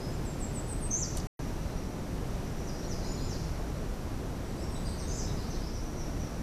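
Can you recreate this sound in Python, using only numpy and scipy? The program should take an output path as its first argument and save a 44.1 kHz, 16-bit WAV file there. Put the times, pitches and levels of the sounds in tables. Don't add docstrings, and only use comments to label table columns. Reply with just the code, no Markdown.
import sys
import numpy as np
from scipy import signal
from scipy.fft import rfft, irfft, next_fast_len
from scipy.io import wavfile
from scipy.ndimage import map_coordinates

SR = 44100
rng = np.random.default_rng(int(sys.argv[2]) if len(sys.argv) > 2 else 0)


def dump_mix(stems):
    frames = np.atleast_2d(stems).T
    limited = np.clip(frames, -1, 1)
    pcm = np.round(limited * 32767).astype(np.int16)
    wavfile.write(sys.argv[1], SR, pcm)


N = 283122


def amp(db):
    return 10 ** (np.asarray(db) / 20)


def unit(x):
    return x / np.sqrt(np.mean(x ** 2) + 1e-20)


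def clock(length_s):
    return np.arange(round(length_s * SR)) / SR


def wobble(rate, size):
    knots = rng.standard_normal(int(size * rate / SR) + 4)
    return map_coordinates(knots, [np.arange(size) * rate / SR])


def filtered(x, response):
    size = next_fast_len(len(x) + 8192)
    return irfft(rfft(x, size) * response(np.fft.rfftfreq(size, 1 / SR)), size)[:len(x)]


def band(centre_hz, octaves, size):
    bell = lambda hz: np.exp(-.5 * (np.log2((hz + 1) / centre_hz) / octaves) ** 2)
    return unit(filtered(rng.standard_normal(size), bell))


def add(track, start_s, sound):
    start = max(0, round(start_s * SR))
    track[start:start + len(sound)] += sound[:max(0, N - start)]


def whistle(pitch_hz, edge):
    fade = signal.windows.tukey(len(pitch_hz), edge)
    return np.sqrt(2) * np.sin(2 * np.pi * np.cumsum(pitch_hz) / SR) * fade


def woods(x, wet_db, t60, near_db, near_t60):
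    t = clock(.9)

    def scatter(decay_s, build_s):
        return unit(rng.standard_normal(len(t)) * amp(-60 * t / decay_s) * (1 - np.exp(-t / build_s)))

    trunks = amp(wet_db) * scatter(t60, build_s=.017)
    foliage = amp(near_db) * scatter(near_t60, build_s=.0034)
    impulse = (trunks + foliage) / np.sqrt(len(t))
    impulse[0] += 1
    return signal.fftconvolve(x, impulse)


def outdoor_air():
    # frequency_hz, relative_db
    spectrum = [(12, -14), (20, 1), (52, -2), (93, -5.5), (122, -7), (152, -7.5), (397, -15.5),
                (494, -18.5), (668, -20.5), (766, -23), (928, -25), (3270, -39), (5820, -38.5),
                (8320, -44.5), (14000, -48)]
    points_hz, points_db = np.transpose(spectrum)
    colour = lambda hz: amp(np.interp(np.log(hz + 1), np.log(points_hz), points_db))
    bed = unit(filtered(rng.standard_normal(N), colour))
    return bed * amp(-34.5 + .48 * wobble(3.11, N))


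def camera_whine():
    # pitch_hz, level_db
    tones = [(7827, -81), (9211, -84), (9830, -82), (11041, -83), (12425, -86), (12893, -85), (13808, -84)]
    t = np.arange(N) / SR
    return sum(np.sqrt(2) * amp(db) * np.sin(2 * np.pi * hz * t + .3 * wobble(5.5, N))
               for hz, db in tones)


def far_chorus():
    # time_s, relative_db
    swells = [(0, -64), (.8, -66), (1.45, -59.5), (1.8, -57), (2.2, -62), (2.9, -55), (3.4, -59),
              (3.9, -63), (4.5, -60), (5.2, -62), (5.9, -55), (6.42, -58)]
    swell_db = np.interp(np.arange(N) / SR, *np.transpose(swells))
    return band(centre_hz=5800, octaves=.05, size=N) * amp(swell_db - 5 + 1.5 * wobble(8.2, N))


def chirp(length_s, arc_hz, db, distance):
    progress = np.linspace(0, 1, round(length_s * SR))
    pitch_hz = np.polyval(np.polyfit([0, .5, 1], arc_hz, 2), progress)
    quaver_hz = 150 * distance * wobble(261, len(progress))
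    shade_db = 11 * distance
    note = amp(db - shade_db) * whistle(pitch_hz + quaver_hz, edge=.12)
    return woods(note, wet_db=shade_db - .5, t60=1.0, near_db=shade_db - 2, near_t60=.12)


def scattered_birds():
    # start_s, top_hz, level_db
    rises = [(2.825, 4400, -58), (3.041, 5100, -52), (3.202, 5160, -51), (5.447, 5790, -57),
             (5.792, 6200, -58)]
    # start_s, length_s, pitch_hz, level_db, distance (0-1)
    level_whistles = [(0, .1, 5120, -56.5, .6), (1.645, .045, 4120, -61, 0.12),
                      (2.783, .05, 5660, -53.5, .6), (3.067, 0.064, 6930, -53, .36),
                      (3.22, .053, 7170, -56, .8), (4.622, 0.04, 5510, -53, 0.5),
                      (5.17, .085, 5150, -52, 0.78)]
    # start_s, level_db
    sagging_calls = [(1.40, -58.5), (1.61, -60), (1.76, -59), (2.43, -61), (2.56, -59), (5.728, -52),
                     (5.969, -49.5), (6.200, -50.5)]
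    rise_hz = 450
    out = np.zeros(N)
    for start_s, top_hz, db in rises:
        arc_hz = (top_hz - rise_hz, top_hz - rise_hz / 8, top_hz)
        add(out, start_s, chirp(.038, arc_hz, db, distance=.72))
    for start_s, length_s, hz, db, distance in level_whistles:
        add(out, start_s, chirp(length_s, (hz, hz, hz), db, distance))
    for start_s, db in sagging_calls:
        add(out, start_s, chirp(.048, (5930, 5790, 5360), db, distance=.67))
    return out


def twitterer():
    # start_s, level_db
    downslurs = [(2.645, -48.5), (2.878, -45), (3.056, -52), (3.277, -44.5)]
    # start_s, level_db
    low_falls = [(3.005, -53), (3.160, -52.5), (3.335, -55)]
    lead_s, lead_hz = .024, (7180, 6410, 5830)
    stroke_s, stroke_hz = .028, (6270, 5450, 4830)
    out = np.zeros(N)
    for start_s, db in downslurs:
        add(out, start_s, chirp(lead_s, lead_hz, db - 6.5, distance=.6))
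        add(out, start_s + lead_s, chirp(stroke_s, stroke_hz, db, distance=.98))
    for start_s, db in low_falls:
        add(out, start_s, chirp(.038, (4710, 4280, 3860), db, distance=.9))
    return out


def warbler():
    # offset_s, length_s, first_hz, middle_hz, last_hz, level_db, distance (0-1)
    phrase = [(0, .032, 3470, 4030, 3380, -55, 0.1), (.094, .038, 4500, 4940, 3700, -50.5, .75),
              (0.14, 0.028, 4220, 4640, 4200, -56, .7), (.223, .034, 6430, 5790, 4940, -49, 0.5),
              (.254, .036, 4850, 4250, 3500, -55.5, .35), (0.341, .05, 4660, 5110, 5300, -51, 0.53)]
    # start_s, gain_db, first_note (rounded to an index)
    repeats = [(4.232, -7, 4), (4.753, 0.5, 0.5), (5.276, 0, 0)]
    out = np.zeros(N)
    for start_s, gain_db, first_note in repeats:
        for offset_s, length_s, *arc_hz, db, distance in phrase[round(first_note):]:
            add(out, start_s + offset_s, chirp(length_s, arc_hz, gain_db + db, distance))
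    return out


def hoof_splash():
    # start_s, level_db, t60_s, centre_hz
    bursts = [(1.151, -33, .005, 5440), (1.162, -45, 0.044, 5800), (1.1703, -31, .014, 8300),
              (1.173, -34, 0.022, 3930), (1.182, -40, .02, 6300), (1.2, -39, 0.022, 4900)]
    out, t = np.zeros(N), clock(.095)
    attack = 1 - np.exp(-t / .00031)
    for start_s, db, t60_s, centre_hz in bursts:
        spray = band(centre_hz, octaves=.35, size=len(t)) * amp(db - 60 * t / t60_s) * attack
        add(out, start_s, woods(spray, wet_db=-18.5, t60=.4, near_db=-5, near_t60=.099))
    return out


def hooked_notes():
    # start_s, held_hz, level_db, distance (0-1)
    notes = [(.079, 7260, -60, .1), (.232, 7340, -51, 0), (.383, 7520, -45, 0), (.527, 7720, -43, .08),
             (.668, 7990, -43, .1), (.799, 8130, -42.5, 0), (4.425, 7610, -57, 1), (4.555, 7650, -52.5, 1),
             (4.690, 7840, -47.5, 1), (4.828, 8020, -45.5, .9), (4.964, 8210, -47, 1)]
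    length_s, shoulder_s, settle_s, swell_s = .076, .013, .014, .029
    drop_hz = 1830
    out, t = np.zeros(N), clock(length_s)
    height = np.exp(-np.maximum(t - shoulder_s, 0) / settle_s)
    swell_db = -19.5 * np.maximum(1 - t / swell_s, 0) - 3.4 * (1 - t / length_s)
    for start_s, held_hz, db, distance in notes:
        dull_db = 4 * distance * height
        shade_db = 12 * distance
        pitch_hz = held_hz + drop_hz * height + 40 * wobble(300, len(t))
        note = amp(db + swell_db - dull_db - shade_db) * whistle(pitch_hz, edge=.13)
        echoing = woods(note, wet_db=shade_db - 6.5, t60=.51, near_db=shade_db - 6, near_t60=.083)
        add(out, start_s, echoing)
    return out


def slur(buzz_hz, buzz_gain, sharp_hz, swell_db):
    # time_s, pitch_hz, relative_db, base_depth_hz (of the buzz)
    contour = [(0, 5920, -19.5, 100), (.010, 6253, 0, 210), (.052, 6170, -1, 210), (.064, 6740, -5.5, 580),
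               (.101, 7500, -7.5, 280), (.113, 7000, -10, 40), (.121, 6050, 3, 30), (.142, 4950, -12, 130),
               (.161, 4450, -17, 70)]
    times_s, *curves = np.transpose(contour)
    t = clock(times_s[-1])
    progress = t / times_s[-1]
    pitch_hz, db, depth_hz = (np.interp(t, times_s, curve) for curve in curves)
    flutter = np.sin(2 * np.pi * buzz_hz * t + .5 * wobble(82, len(t)))
    tremolo_db = 2.5 * flutter * depth_hz / depth_hz.max()
    vibrato_hz = flutter * np.minimum(buzz_gain * depth_hz, depth_hz.max())
    tone = whistle(pitch_hz + sharp_hz * (1 - progress) + vibrato_hz, edge=.02)
    return amp(db + swell_db * progress - tremolo_db) * tone


def closing_slurs():
    out = np.zeros(N)
    near = amp(-32.5) * slur(buzz_hz=143.7, buzz_gain=.9, sharp_hz=0, swell_db=-1.5)
    far = amp(-50.5) * slur(buzz_hz=141, buzz_gain=1.76, sharp_hz=250, swell_db=7)
    add(out, .903, woods(near, wet_db=-4, t60=.56, near_db=-3.5, near_t60=.083))
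    add(out, 5.069, woods(far, wet_db=4, t60=.6, near_db=2, near_t60=.17))
    return out


def scene():
    birds = hooked_notes() + closing_slurs() + warbler() + twitterer() + scattered_birds()
    mono = birds + hoof_splash() + outdoor_air() + far_chorus() + camera_whine()
    return np.array([mono, mono])


def record(dry):
    pause_s, resume_s, top_hz = 1.2703, 1.3922, 14050
    t = np.arange(N) / SR
    running = (t < pause_s) | (t > resume_s)
    return np.array([filtered(channel * running, lambda hz: hz < top_hz) for channel in dry])


dry = scene()
out = record(dry)
dump_mix(out)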